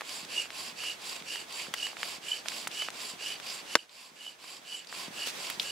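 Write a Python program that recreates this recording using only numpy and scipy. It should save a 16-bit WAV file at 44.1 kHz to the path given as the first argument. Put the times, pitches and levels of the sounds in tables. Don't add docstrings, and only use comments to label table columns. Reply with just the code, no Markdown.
import sys
import numpy as np
from scipy import signal
from scipy.fft import rfft, irfft, next_fast_len
from scipy.io import wavfile
from scipy.ndimage import map_coordinates

SR = 44100
rng = np.random.default_rng(int(sys.argv[2]) if len(sys.argv) > 2 else 0)


def int16_out(signal):
    q = np.round(np.clip(np.atleast_2d(signal).T, -1, 1) * 32767)
    wavfile.write(sys.argv[1], SR, q.astype(np.int16))


def elevation(decibels):
    levels = np.asarray(decibels, float)
    return 10 ** (levels / 20)


N = 251806
TIME = np.arange(N) / SR


def unit(x):
    return x / np.sqrt(np.mean(x ** 2) + 1e-20)


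def along(points, hz):
    f, value = np.transpose(points)
    return np.interp(np.log(hz + 1), np.log(f + 1), value)


def wobble(rate):
    knots = rng.standard_normal(int(N * rate / SR) + 4)
    return map_coordinates(knots, [TIME * rate])


def filtered(x, response):
    size = next_fast_len(x.shape[-1] + 4096)
    spectrum = rfft(x, size) * response(np.fft.rfftfreq(size, 1 / SR))
    return irfft(spectrum, size)[..., :x.shape[-1]]


def mode(f, hz, width):
    return 1j * f * width / (hz * hz - f * f + 1j * f * width)


def stereo(pair, alike):
    def mid_side(f):
        turn = np.arccos(np.clip(alike(f), -1, 1)) / 2
        return np.array([np.cos(turn), np.sin(turn)])

    mid, side = filtered(pair, mid_side)
    return np.array([mid + side, mid - side])


def add(track, s, sound):
    part = track[:, max(round(s * SR), 0):][:, :sound.shape[-1]]
    part += sound[..., :part.shape[1]]


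# f/Hz, level/dB [dB per Hz]
FOREST = [(18, -45), (30, -39), (157, -1.5), (740, -1.5), (1860, -4), (2230, -3), (2900, -7), (3310, -3.5),
          (4300, -9), (6050, -9), (7090, -11.5), (10800, -17), (16000, -23.5)]
# t/s, level/dB
FAR = [(0, -68.5), (1.2, -68), (2.4, -68.5), (3.6, -70.5), (4.8, -74.5), (5.7, -71)]
# f/Hz, likeness [0-1]
ALIKE = [(60, 0.27), (130, 0.93), (290, 0.27), (640, 0.36), (1410, 0.13), (3100, 0.36), (6820, 0.28),
         (15000, 0.029)]


def forest():
    hiss = filtered(rng.standard_normal((2, N)), lambda f: elevation(along(FOREST, f)))
    hiss = elevation(-50) * unit(stereo(hiss, lambda f: along(ALIKE, f) - 0.1))
    hiss = hiss * elevation(0.8 * wobble(6) + 1.2 * wobble(40))
    low = stereo(rng.standard_normal((2, N)), lambda f: 0.68 + 0 * f)
    low = unit(filtered(low, lambda f: mode(f, 70, 17) ** 2 + 0.85 * mode(f, 106, 17.5) ** 2))
    return hiss + low * elevation(np.interp(TIME, *np.transpose(FAR)))


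# t/s, level/dB, length [s]
RUSTLE = [
    (5.27, -41.5, 0.0095),
    (5.289, -41.5, 0.022),
    (5.39, -49.5, 0.092),
    (5.625, -43, .02),
]


def rustle():
    swell = sum(elevation(db) * np.exp(-((TIME - s) / length) ** 2) for s, db, length in RUSTLE)
    clicks = rng.standard_normal((2, N)) * elevation(5.8 * rng.standard_normal(N))
    clicks = stereo(clicks, lambda f: 0.25 + 0 * f)
    return swell * unit(filtered(clicks, lambda f: mode(f, 3350, 5900) ** 2))


def spray(t, t60):
    noise = stereo(rng.standard_normal((2, len(t))), lambda f: 1 - f / 14000)
    return noise * elevation(-60 * t / t60) * (1 - np.exp(-t / 0.00032))


# t/s, peak level/dB, f/Hz, splash level/dB, left-right level/dB
DRIPS = [(.0089, -23.5, 1530, 0, 0), (.0182, -28.5, 1100, -4, -4), (0.0935, -26, 4000, -14, 0),
         (.5046, -26, 2420, -17, 2), (.837, -30.5, 1200, 1, -3.4), (1.1633, -30, 3580, -22, 0),
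         (1.3572, -25.5, 2120, -5, -7), (1.7388, -17, 1870, 2.5, 2.5), (1.8683, -25, 2040, -6, -3.2),
         (1.9688, -28.5, 1830, -11, -10), (2.031, -15, 2160, -12, -0.5), (2.4587, -28, 1260, -4, -.7),
         (2.4847, -16, 4000, -17, -12), (2.6722, -18, 1700, -7.5, 2), (2.8215, -22, 1960, -4.5, 2),
         (2.8859, -21.5, 1474, -9, -4), (2.9038, -28, 3890, -15, 8), (3.4, -28.5, 2600, -14, 9),
         (4.2658, -33.5, 1000, -5, -1.7), (4.442, -32, 1100, -2, -1), (4.9265, -26.5, 1500, -8, -.4),
         (5.5003, -25, 2200, -4.5, -5)]
# t/s, peak level/dB, f/Hz, left-right level/dB
STIFF = [
    (1.7393, -27, 8700, 1),
    (2.485, -38, 7800, -3),
    (2.675, -25.5, 7500, -3),
    (3.894, -33, 3800, 5),
    (4.871, -32.5, 4600, 4),
    (5.5, -26.5, 9600, -3),
    (5.5975, -19, 3630, 3),
    (5.5992, -30, 4540, -4),
]
# t/s, peak level/dB, f/Hz
TICKS = [(0.2495, -30, 3800), (.457, -35, 1500), (.529, -39, 2490), (1.2022, -35, 3210),
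         (1.223, -31.5, 2700), (1.5245, -31, 4720), (1.668, -35, 1500), (1.931, -35.5, 911),
         (2.5194, -28, 2200), (2.6522, -32, 2660), (2.7144, -31, 3060), (3.004, -28, 3690),
         (3.4691, -31, 4670), (4.5678, -31, 3500), (4.8467, -31, 3500), (4.9475, -33, 2680),
         (5.271, -36, 547)]


def drips():
    limp_sharp, tick_sharp, stiff_sharp_hz = 0.76, 1.5, 15000
    limp = [(s, db, hz, limp_sharp, splash, pan) for s, db, hz, splash, pan in DRIPS]
    stiff = [(s, db, hz, stiff_sharp_hz / hz, -6.5, pan) for s, db, hz, pan in STIFF]
    tick_pans_db = 3.5 * rng.standard_normal(len(TICKS))
    ticks = [(*row, tick_sharp, -7, pan) for row, pan in zip(TICKS, tick_pans_db)]

    out, t = np.zeros((2, N)), np.arange(2000) / SR
    for s, db, hz, sharp, splash_db, pan_db in limp + stiff + ticks:
        def leaf(f):
            return mode(f, hz, 1.66 * hz / sharp) ** 2 + elevation(-24) * mode(f, 6900, 5400) ** 2

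        slap = -np.sin(np.pi * np.clip(2.36 * hz * t, 0, 1))
        splash = elevation(splash_db - 0.5) * spray(t, 0.023)
        sound = filtered(slap + splash, leaf)
        sides_db = np.array([[pan_db], [-pan_db]]) / 2
        add(out, s, elevation(db + sides_db) * sound / np.abs(sound).max())
    return out


# f/Hz, level/dB, time to die by 60 dB [s]
NEAR_RING = [
    (340, -34, 0.057),
    (482, -25.5, 0.035),
    (670, -21, 0.028),
    (950, -22, .018),
    (1290, -21, 0.012),
    (1540, -5.5, 0.0088),
    (4000, -23, 0.011),
    (5600, -17, .009),
]
# t/s [after the slap], level/dB
NEAR_BOUNCES = [
    (.0005, -1),
    (.0044, -12.5),
    (.0085, -31),
    (.016, -29),
]
# f/Hz, level/dB [dB per Hz]
NEAR_SPLASH = [(47, -50), (110, -14), (300, -5), (700, -4), (1630, -2), (5520, -8.5), (10500, -19),
               (16000, -35)]


def near_drop():
    start_s, level_db, right_delay_s = 3.7535, 12.5, 1.4 / SR
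    t = np.arange(6000) / SR
    slap = -1.25 * np.sin(2 * np.pi * np.clip(t / 0.00025, 0, 1)) * elevation(-45000 * t)
    sound = np.ones((2, 1)) * slap
    ring = sum(elevation(db - 60 * t / t60) * np.sin(2 * np.pi * hz * t) for hz, db, t60 in NEAR_RING)
    for delay, db in NEAR_BOUNCES:
        add(sound, delay, elevation(db) * ring)

    noise = unit(filtered(spray(t, 20), lambda f: elevation(along(NEAR_SPLASH, f))))
    fade = elevation(-14.5 - 60 * t / 0.026) + elevation(-44 - 60 * t / 0.04)
    sound = sound + noise * fade * (1 - np.exp(-t / 0.00026))
    sound = filtered(sound, lambda f: elevation(level_db) * (1j * f / (1j * f + 75)) ** 3)

    out = np.zeros((2, N))
    add(out, start_s, sound * [[elevation(-0.3)], [0]])
    add(out, start_s + right_delay_s, sound * [[0], [elevation(-1.7)]])
    return out


# t/s, peak level/dB
JOLTS = [(0.226, -43), (0.722, -49), (1.21, -45.5), (1.679, -41.5), (2.178, -48), (2.658, -44),
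         (3.131, -45.5), (3.625, -50), (4.112, -44.5), (4.589, -48), (5.077, -40), (5.571, -46.5)]


def jolts():
    out, t = np.zeros((2, N)), np.arange(2000) / SR
    cycles = 170 * t + 0.37 * (1 - np.exp(-t / 0.0013))
    knock = -elevation(-60 * t / 0.033) * np.sin(2 * np.pi * cycles)
    for s, db in JOLTS:
        add(out, s + 0.00448, elevation(db + 3.5) * knock)
        add(out, s + 0.029, elevation(db - 2) * knock)
    return out


# t/s, rasp level/dB at full speed
STROKES = [(0.019, -44), (0.266, -44.5), (.493, -44.5), (.742, -44.5), (.981, -44), (1.227, -45.5),
           (1.468, -44), (1.709, -46), (1.953, -43.5), (2.199, -46), (2.436, -43.5), (2.685, -44),
           (2.918, -43.5), (3.166, -44.5), (3.401, -44.5), (3.636, -47.5), (3.878, -45), (4.132, -46),
           (4.371, -44), (4.62, -44.5), (4.858, -45.5), (5.1, -49), (5.345, -47.5), (5.581, -48.5),
           (5.83, -44)]


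def stroke_count():
    return np.interp(TIME, np.transpose(STROKES)[0], np.arange(len(STROKES)))


def spin(flat, stall):
    stroke = stroke_count()
    bow = np.abs(np.sin(np.pi * stroke))
    return stroke.astype(int), np.clip((bow - stall) / (1 - stall), 0, 1) ** flat


# f/Hz, width [Hz], level/dB
PULL = [
    (697, 490, -12.5),
    (1048, 130, -1.5),
    (2630, 1130, -3.5),
    (3170, 400, -13),
    (4610, 160, 3),
    (4940, 970, -4.5),
    (7450, 1290, -6.5),
    (10430, 850, -15),
]
# f/Hz, width [Hz], level/dB
PUSH = [
    (475, 260, -10),
    (1697, 160, -2.5),
    (2600, 860, -1),
    (4605, 330, 2.5),
    (5290, 1830, -6),
    (7500, 1420, -4.5),
    (10370, 1500, -11.5),
]
# f/Hz, level/dB
GRIT = [(100, -50), (250, -12), (700, -11.5), (2000, -13), (4000, -5.5), (6300, -14.5), (9000, -14),
        (13000, -20), (16000, -27)]


def rasp():
    def dull(f):
        return 1 / (1 + (f / 5000) ** 2)

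    def grit(f):
        return elevation(along(GRIT, f) + 3)

    out = 0
    for way, (modes, flat) in enumerate([(PULL, 0.5), (PUSH, 0.62)]):
        stroke, speed = spin(flat, 0.09)
        level_db = np.transpose(STROKES)[1][stroke] + 1.2 * wobble(200)
        force = speed * (stroke % 2 == way) * elevation(level_db)
        force = force * elevation(1.96 * rng.standard_normal(N))
        scrape = force * rng.standard_normal((2, N))
        out = out + filtered(scrape, lambda f: grit(f) * dull(f) ** 0.5)
        fizz = force * speed ** 1.6 * rng.standard_normal((2, N))
        out = out + filtered(fizz, lambda f: grit(f) * (1 - dull(f)) ** 0.5)
        for hz, width, db in modes:
            come_and_go = elevation(1.74 * wobble(18) + 1.1 * wobble(70))
            grains = force * speed ** (hz / 7000) * come_and_go * rng.standard_normal((2, N))
            out = out + filtered(grains, lambda f: elevation(db + 3.5) * mode(f, hz, width) ** 2)
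    return elevation(9.5) * stereo(out, lambda f: along(ALIKE, f) + 0.38)


# t/s, f/Hz, level/dB
SINGING = [(.38, 2850, -40), (.87, 2870, -41), (1.34, 2880, -42.5), (1.83, 2930, -43), (2.32, 3000, -43),
           (2.81, 2970, -41.5), (3.28, 2940, -41), (3.76, 2940, -44), (4.26, 2960, -42), (4.74, 2950, -40),
           (5.23, 2900, -46), (5.7, 2930, -47.5)]


def locked_hz():
    climb_hz = 59.9
    drift_hz = np.interp(TIME, *np.transpose(SINGING)[:2])
    return drift_hz - climb_hz * np.cos(np.pi * (stroke_count() % 1)) / 2


def singing():
    stroke, speed = spin(1.4, 0.12)
    s, hz, db = np.transpose(SINGING)
    phase = 2 * np.pi * np.cumsum(locked_hz() - 120 * (1 - speed)) / SR
    kicks = rng.standard_normal((2, N)) * elevation(0.99 * wobble(90))
    a, b = unit(filtered(kicks, lambda f: 1 / (1 + 1j * f / 90) / (1 + 1j * f / 400)))
    tone = a * np.sin(phase) + b * np.cos(phase)
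    return elevation(np.interp(TIME, s, db) - 0.5) * speed * (stroke % 2) * tone


# t/s, peak level/dB, length [ms]
SQUEAL = [(.369, -32, 17), (0.383, -25, 11), (.4, -27, 11.6), (.8671, -35, 5.4), (0.877, -32, 3.4),
          (0.887, -30.5, 5.8), (.9021, -36, 22), (1.3073, -33, 4.9), (1.3512, -33, 3.6), (1.8013, -35, 4.7),
          (1.831, -26.5, 7.6), (1.8489, -30.5, 14), (1.8617, -27.5, 4.5), (2.2872, -31.5, 2.4),
          (2.3204, -22, 5.4), (2.3362, -32, 12), (2.802, -31, 8.2), (2.8172, -30, 8), (2.8293, -30.5, 8.4),
          (3.272, -35, 7.8), (3.3061, -30, 4.8), (3.7933, -27.5, 4.3), (4.2185, -32.5, 5.7),
          (4.2684, -28, 6), (4.281, -29, 11), (4.725, -29.5, 11), (4.7488, -28.5, 8.4), (5.223, -30.5, 4),
          (5.2389, -35, 4.3), (5.7043, -37, 2.9)]


def chatter():
    per_s, below_singing_db, length_ms, speed_needed = 70, -5, 6.8, 0.85
    stroke, speed = spin(1.1, 0.1)
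    draw = rng.standard_normal((500, 3))
    s = np.cumsum(np.exp(0.28 * draw[:, 0])) / per_s
    at = np.minimum(s * SR, N - 1).astype(int)
    db = np.interp(s, *np.transpose(SINGING)[::2]) + below_singing_db + 3 * draw[:, 1]
    ms = length_ms * np.exp(0.3 * draw[:, 2])
    free = np.abs(s[:, None] - np.transpose(SQUEAL)[0]).min(axis=1) > 0.008
    keep = (stroke[at] % 2 == 1) & (speed[at] > speed_needed) & free & (s < N / SR)
    return np.transpose([s, db, ms])[keep]


def squeal():
    spells = sorted(SQUEAL + [tuple(row) for row in chatter()])
    stray_hz = 35.14 * wobble(60)
    phase = 2 * np.pi * np.cumsum(locked_hz() + stray_hz) / SR
    swell, t = np.zeros(N), np.arange(-1200, 1200) / SR
    for k, (s, db, ms) in enumerate(spells):
        shape = np.exp(-(t / (ms * np.where(t < 0, 0.00055, 0.0009))) ** 2)
        add(swell[None], s + t[0] - 0.0012, (-1) ** k * elevation(db) * shape)
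    tone = swell * (np.sin(phase) + elevation(-26) * np.sin(2 * phase))
    return (tone + singing()) * elevation([[-1.6], [1.6]])


# f/Hz, left-right level/dB
BALANCE_DB = [(60, 1), (110, -0.5), (200, -1), (380, 0.5), (700, -1.5), (1290, -0.5), (2380, -3.5),
              (4400, -3), (8120, -3), (15000, -3.5)]


def scene():
    def shade(f):
        return elevation(np.array([[0.5], [-0.5]]) * along(BALANCE_DB, f))

    shaded = filtered(rasp() + forest() + rustle(), shade)
    return shaded + squeal() + drips() + near_drop() + jolts()


def band_limit(x):
    return signal.sosfilt(signal.butter(12, 16850, fs=SR, output="sos"), x)


# t/s, level/dB
GAIN = [
    (3.7462, 1),
    (3.7478, -11),
    (3.775, -9),
    (4.2, -7.5),
    (4.6, -5),
    (4.85, -5),
    (5.0, 3),
    (5.3, 4),
]
# f/Hz, level/dB
TOP = [(20, 0), (15700, 0), (16000, -35), (16800, -42)]


def record(dry):
    heard = dry * elevation(np.interp(TIME, *np.transpose(GAIN)))
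    heard = heard / (1 + np.abs(heard / 1.5) ** 4) ** 0.25
    heard = filtered(heard, lambda f: elevation(along(TOP, f)) * (1j * f / (1j * f + 80)) ** 3)
    noise = filtered(rng.standard_normal(dry.shape), lambda f: 1 / (1 + (f / 45) ** 4))
    return band_limit(heard + elevation(-93) * unit(noise))


dry = scene()
out = record(dry)
int16_out(out)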